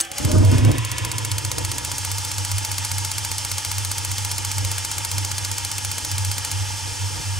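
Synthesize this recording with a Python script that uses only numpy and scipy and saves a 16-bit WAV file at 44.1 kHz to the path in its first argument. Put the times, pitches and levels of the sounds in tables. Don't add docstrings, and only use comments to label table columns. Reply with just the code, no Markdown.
import sys
import numpy as np
from scipy import signal
from scipy.fft import rfft, irfft
from scipy.io import wavfile
from scipy.ndimage import uniform_filter1d

SR = 44100
rng = np.random.default_rng(int(sys.argv[2]) if len(sys.argv) > 2 else 0)


def wav_out(sig):
    wavfile.write(sys.argv[1], SR, np.round(np.clip(np.atleast_2d(sig).T, -1, 1) * 32767).astype(np.int16))


N = 325899
TIME = np.arange(N) / SR

# frequency in Hz, relative level in dB.
CRACK = [(400, -13.5), (1300, -6.5), (2200, -13), (3600, -7.5), (4400, -3.5), (5400, -5.5), (6700, -1.5),
         (8000, -1.5), (9500, -1.5), (11200, -3.5), (13500, -7.5), (15400, -7), (16500, -21)]
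# time in seconds, level of the tube's rush in dB, level of the jet's hiss in dB.
FLOW = [(0, -40, -38), (.05, -37.5, -46), (.1, -43.5, -49), (.17, -36.5, -33), (.32, -36, -32),
        (.39, -47, -36.5), (.55, -33, -33), (.63, -40.5, -38), (1.1, -37, -37), (2, -36.5, -31.5),
        (7.39, -36.5, -32)]
# pitch in Hz, width in Hz, lift in dB.
TUBE = [(1653, 80, 11), (1845, 42, 10.5), (2100, 110, 7.5), (2406, 147, 8), (2658, 74, 9), (2958, 108, 9.5),
        (3215, 94, 10), (3530, 120, 10.5)]


def gain_of(db):
    return 10 ** (np.asarray(db) / 20)


def evened(x):
    return x / np.sqrt(np.mean(abs(x) ** 2) + 1e-20)


def read(rows, hz, column=1):
    table = np.transpose(rows)
    return np.interp(np.log(hz + 1), np.log(table[0] + 1), table[column])


def curve(rows, t=TIME, column=1):
    table = np.transpose(rows)
    return np.interp(t, table[0], table[column])


def peaks(modes, hz):
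    return sum(db / (1 + (2 * (hz - pitch) / width) ** 2) for pitch, width, db in modes)


def envelope(start_s, rise_s, end_s, fade_s):
    return np.clip((TIME - start_s) / rise_s, 0, 1) * np.exp(-np.maximum(TIME - end_s, 0) / fade_s)


def swells(rows):
    return sum(gain_of(db) * np.exp2(-abs(2 * (TIME - s) / length) ** np.e) for s, length, db in rows)


def wander(rate_hz):
    hz = np.fft.rfftfreq(N, 1 / SR)
    return evened(irfft(rfft(rng.standard_normal(N)) * np.exp(-(hz / rate_hz) ** 2), N))


def add(mix, start_s, sound):
    part = mix[:, max(round(start_s * SR), 0):][:, :sound.shape[1]]
    part += sound[:, :part.shape[1]]


def stereo_spectra(hz, shape):
    # frequency in Hz, likeness of the sides (0-1), left's lead in radians, left over right in dB.
    ports = [(30, 0.75, -0.9, 2), (101, 0.98, -1.36, -0.5), (220, 0.81, -1.42, -1), (407, 1, -2, -0.5),
             (656, 0.79, -1.5, -1), (884, 0.95, -1.5, -0.5), (1170, 0.29, -0.5, -1.5),
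             (1970, 0.99, -1.1, -2), (3740, 0.71, 0.1, 0.7), (5550, 0.92, 0.5, -0.4),
             (7660, 0.97, 0.42, -1), (9870, 0.8, -0.9, 0), (11720, 0.9, 1.63, 1), (13300, 0.5, 4, 3),
             (14500, 0.7, 1, 0), (15300, .43, -2.5, 1)]
    a, b, c, d = rng.standard_normal((4, *shape))
    same = np.clip(read(ports, hz), 0, 1)
    left = a + 1j * b
    lag = np.exp(-1j * read(ports, hz, column=2))
    right = (same * left + np.sqrt(1 - same ** 2) * (c + 1j * d)) * lag
    lean = gain_of(read(ports, hz, column=3) / 2)
    return np.array([left * lean, right / lean])


def burst(colour, bright_db, size=4096):
    hz = np.fft.rfftfreq(size, 1 / SR)
    tilt = bright_db * np.log2(np.maximum(hz, 4000) / 4000)
    return evened(irfft(stereo_spectra(hz, hz.shape) * gain_of(colour(hz) + tilt)))


def turbulence(colour, size=2048):
    # time in seconds, relative speed of sound.
    heat = [(.15, 0.89), (.3, 1.02), (.5, 1.04), (.68, 1.15), (1.1, 1.1), (1.4, 1.044), (2.4, 1),
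            (7.39, 1.003)]
    hop = size // 4
    t, hz = np.arange(N // hop + 5) * hop / SR, np.fft.rfftfreq(size, 1 / SR)
    spectra = stereo_spectra(hz, (len(t), len(hz))) * gain_of(colour(hz, curve(heat, t)[:, None]))
    _, noise = signal.istft(spectra.transpose(0, 2, 1), nperseg=size, noverlap=size - hop)
    return evened(noise[:, :N])


def valve(knock_s=0.0018, casing_db=-22, casing_s=0.037):
    # start in seconds, level in dB, share that rings the valve body.
    knocks = [(.0025, -13, 0.11), (.0045, -22, 0.17), (.009, -12.5, 0.78)]
    # pitch in Hz, relative level in dB, seconds to fade by 60 dB.
    body_modes = [(336, -25, .4), (545, -32.5, 0.86), (788, -26, 0.22), (1567, -27, 0.54), (1760, -26, 0.5),
                  (1910, -21, 0.058), (2900, -23, 0.13), (6240, -1, 0.034), (6900, -6, 0.036),
                  (7900, -5, 0.072), (8450, 4, 0.025), (8850, -1.5, .04), (9430, 3, 0.024)]
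    out, t = np.zeros((2, N)), np.arange(16384) / SR
    fade = np.exp(-t / knock_s) + gain_of(casing_db) * np.exp(-t / casing_s)
    for start, db, share in knocks:
        knock = burst(lambda hz: read(CRACK, hz), bright_db=-2, size=len(t)) * fade
        ring = sum(gain_of(level - 60 * t / ring_s) * np.sin(2 * np.pi * (hz * t + rng.random()))
                   for hz, level, ring_s in body_modes)
        add(out, start, gain_of(db) * (knock + share * ring))
    return out


def jet(flutter_db=0.67, ripple_db=0.5, dulling=14):
    # frequency in Hz, relative level in dB.
    hiss_tone = [(3000, -22), (3900, -6.5), (4400, -2), (5250, 1), (6600, 0), (7100, -3.5), (7900, -2.5),
                 (9500, -5), (10600, -11), (12000, -10), (13600, -18), (15300, -13), (16000, -30)]
    # pitch in Hz, width in Hz, lift in dB.
    casing = [(3990, 69, -1), (3950, 56, 4.5), (4990, 62, 3), (5340, 87, 5), (5400, 85, -1),
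              (6730, 240, 1.5), (7440, 92, 6.5), (8340, 130, 4), (9950, 220, 7)]

    def colour(hz, speed):
        ripple = evened(uniform_filter1d(rng.standard_normal(len(hz)), size=2))
        treble_loss = dulling * np.maximum(speed - 1, 0) * np.log2(np.maximum(hz / 8000, 1))
        return read(hiss_tone, hz) + peaks(casing, hz) + ripple_db * ripple - treble_loss
    return turbulence(colour) * gain_of(curve(FLOW, column=2) + flutter_db * wander(36))


def burner(throat_db=-39.5, throat_follow=0.4, build_s=0.057, flutter_db=0.5):
    # frequency in Hz, relative level in dB.
    rush_tone = [(300, -8.5), (700, -7), (1020, -10.5), (1150, 1.5), (1400, 0.5), (1550, -5), (2400, -4.5),
                 (3200, -2), (3560, -5), (3750, -11.5), (4500, -30), (7000, -30)]
    throat_tone = [(600, -33), (760, -13.5), (810, -5.5), (865, 1), (960, -1.5), (1005, -24), (1200, -63)]
    rush = turbulence(lambda hz, speed: read(rush_tone, hz) + peaks(TUBE, hz / speed ** 0.46))
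    throat = turbulence(lambda hz, speed: read(throat_tone, hz / speed)) * (1 - np.exp(-TIME / build_s))
    flow_db = curve(FLOW)
    both = rush * gain_of(flow_db) + throat * gain_of(throat_db + throat_follow * (flow_db - flow_db[-1]))
    return both * gain_of(flutter_db * wander(26))


def igniter(first_s=0.0491, period_s=0.06666, count=98, boost_db=5.5, uneven_db=0.43, alike=0.61):
    # pitch in Hz, width in Hz, lift in dB.
    bracket = [(2190, 300, 9.5), (4250, 680, 4), (6480, 1100, 4), (9130, 830, 2.5)]
    # time in seconds, relative level in dB.
    strength = [(.05, -35.5), (.18, -24.5), (.316, -24.5), (.38, -31.5), (.6, -28.5), (1, -24.5),
                (1.45, -22), (2.2, -26), (2.55, -23.5), (6.5, -24.5)]
    out, t = np.zeros((2, N)), np.arange(4096) / SR
    snap = gain_of(-1) * np.exp(-(t / 0.00063) ** 2)
    echo = gain_of(-9) * np.exp(-abs(t - 0.0024) / 0.00043)
    ring = np.exp(-t / 0.0044)
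    tail = gain_of(-24) * np.exp(-t / 0.017)
    fade = np.sqrt(snap ** 2 + echo ** 2 + ring ** 2) + tail

    def colour(hz):
        return read(CRACK, hz) + peaks(bracket, hz)
    walls = burst(colour, bright_db=0)
    for start in first_s + period_s * np.arange(count):
        own_path = burst(colour, bright_db=1.5 * rng.standard_normal())
        crack = np.sqrt(alike) * walls + np.sqrt(1 - alike) * own_path
        squashed = np.tanh(0.55 * crack)
        tick = evened(fade * squashed) * np.sqrt(np.mean(fade ** 2))
        level_db = curve(strength, start) + boost_db + uneven_db * rng.standard_normal()
        add(out, start, gain_of(level_db) * tick)
    return out


def roar(boost_db=1, flutter_db=2.0):
    # frequency in Hz, relative level in dB.
    roar_tone = [(15, -21), (35, -4), (60, 9), (130, 7), (195, -7), (250, -3.5), (310, 4), (410, -9),
                 (470, 1.5), (550, -5.5), (660, -12), (720, -9.5), (1100, -22.5), (2500, -41)]
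    # time in seconds, relative level in dB.
    fire = [(0, -56), (.17, -43), (.25, -32.5), (.55, -25.5), (.85, -36.5), (1.45, -36.5), (2.3, -43),
            (7.39, -43)]
    # middle and length in seconds, relative level in dB.
    gusts = [(.71, 0.097, -27.5), (1.6, 0.081, -35), (4.65, 0.055, -44), (5.31, 0.038, -47), (6.5, .1, -49),
             (7.19, .06, -43)]
    noise = turbulence(lambda hz, speed: read(roar_tone, hz), size=4096)
    return noise * (gain_of(curve(fire)) + swells(gusts)) * gain_of(boost_db + flutter_db * wander(28))


def boom(waver_hz=11, shudder_hz=26, settled_s=1.75, settle_s=0.33, lean_db=-2.0, rumble_db=-12):
    # time in seconds, relative level in dB.
    strength = [(.165, -61), (.255, -19), (.33, -20), (.37, -15.5), (.64, -16), (.77, -22.5), (.85, -30.5),
                (2.4, -33.5), (7.39, -33.5)]
    # time in seconds, pitch in Hz.
    pitch = [(.2, 88.97), (.4, 96.83), (.57, 97.97), (.7, 109.5), (1.1, 108.7), (1.3, 101.1), (2, 97.2),
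             (7.39, 97)]
    # middle and length in seconds, level in dB.
    surges = [(1.33, 0.029, -21), (2.57, 0.1, -28), (3.03, 0.14, -29), (3.56, 0.082, -31),
              (3.81, 0.069, -29.5), (4.12, .26, -33), (4.64, 0.12, -26.5), (5.19, 0.11, -30),
              (6.22, 0.18, -27.5), (6.58, 0.11, -29), (7.05, 0.074, -28), (7.35, .12, -31)]
    # frequency in Hz, relative level in dB.
    rumble_tone = [(15, -24), (35, -21), (60, -11), (85, 21.5), (125, 10.5), (160, -27), (220, 0),
                   (500, -52)]
    base, surge = gain_of(curve(strength) + 1), swells(surges)
    steady = 1.42 + 3.5 * base / base.max()
    waver = wander(waver_hz) + 1j * wander(waver_hz)
    unrest = 1.52 * np.exp(-np.maximum(TIME - settled_s, 0) / settle_s)
    shudder = unrest * (wander(shudder_hz) + 1j * wander(shudder_hz))
    swing = (steady + waver + shudder) / np.sqrt(2 + steady ** 2 + 2 * unrest ** 2)
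    note = (base * swing + surge) * np.exp(2j * np.pi * np.cumsum(curve(pitch)) / SR)
    lean = gain_of(lean_db / 2)
    pair = np.sqrt(2) * np.array([note * lean, note * np.exp(1j) / lean]).real
    rumble = turbulence(lambda hz, speed: read(rumble_tone, hz), size=4096)
    return pair + (base + surge) * gain_of(rumble_db) * rumble


def whoosh(start_s=0.21, rise_s=0.12, level_db=-23, sag_db_per_s=6, flutter_db=3.0, puff_s=0.028):
    # frequency in Hz before heat shifts it, relative level in dB.
    burn_tone = [(15, -19), (45, 2), (130, 4.5), (190, -4), (330, 0.5), (420, -10), (540, -20), (720, -29),
                 (1000, -16.5), (2000, -50)]
    # pitch in Hz, width in Hz, lift in dB.
    chamber = [(242, 27, 12.5), (323, 51, 2.5), (474, 55, 4), (613, 55, 13.5), (940, 60, 5),
               (1210, 50, 11.5), (1472, 170, 20)]
    # start in seconds, level in dB.
    puffs = [(0.201, -24), (0.246, -19), (.35, -25), (.528, -25), (.682, -33)]
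    level = envelope(start_s, rise_s, end_s=0.73, fade_s=0.036)
    level *= gain_of(level_db - sag_db_per_s * (TIME - start_s - rise_s) + flutter_db * wander(32))
    for start, db in puffs:
        age = np.maximum(TIME - start, 0)
        level += gain_of(db) * np.exp(-age / puff_s) * (1 - np.exp(-age / 0.00076))

    def colour(hz, speed):
        unshifted_hz = hz / (speed / 0.974) ** 0.28
        return read(burn_tone, unshifted_hz) + peaks(chamber, unshifted_hz)
    return turbulence(colour, size=4096) * level


def flare(level_db=-35, centre_hz=2200, width_octaves=0.61):
    def colour(hz, speed):
        hump = -4.2 * (np.log2((hz + 1) / centre_hz) / width_octaves) ** 2
        return hump + peaks(TUBE, hz / speed ** 0.41)
    return turbulence(colour) * gain_of(level_db) * envelope(0.25, rise_s=0.42, end_s=1, fade_s=0.19)


def howl(peak_s=0.36, width_s=0.093, level_db=-29, pitch_hz=617, rise_hz_per_s=250, roughness=0.76):
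    swing = evened(1 + roughness * (wander(40) + 1j * wander(40)))
    note = swing * np.exp(2j * np.pi * np.cumsum(pitch_hz + rise_hz_per_s * (TIME - peak_s)) / SR)
    level = gain_of(level_db) * np.exp(-abs(TIME - peak_s) / width_s)
    return level * evened(np.array([note, note * np.exp(1.3j)]).real)


def scene():
    return valve() + igniter() + jet() + burner() + whoosh() + flare() + howl() + boom() + roar()


def record(dry):
    lowpass = signal.firwin(301, 16100, window=("kaiser", 9), fs=SR)
    return signal.oaconvolve(dry, lowpass[None], "same", axes=1)


dry = scene()
out = record(dry)
wav_out(out)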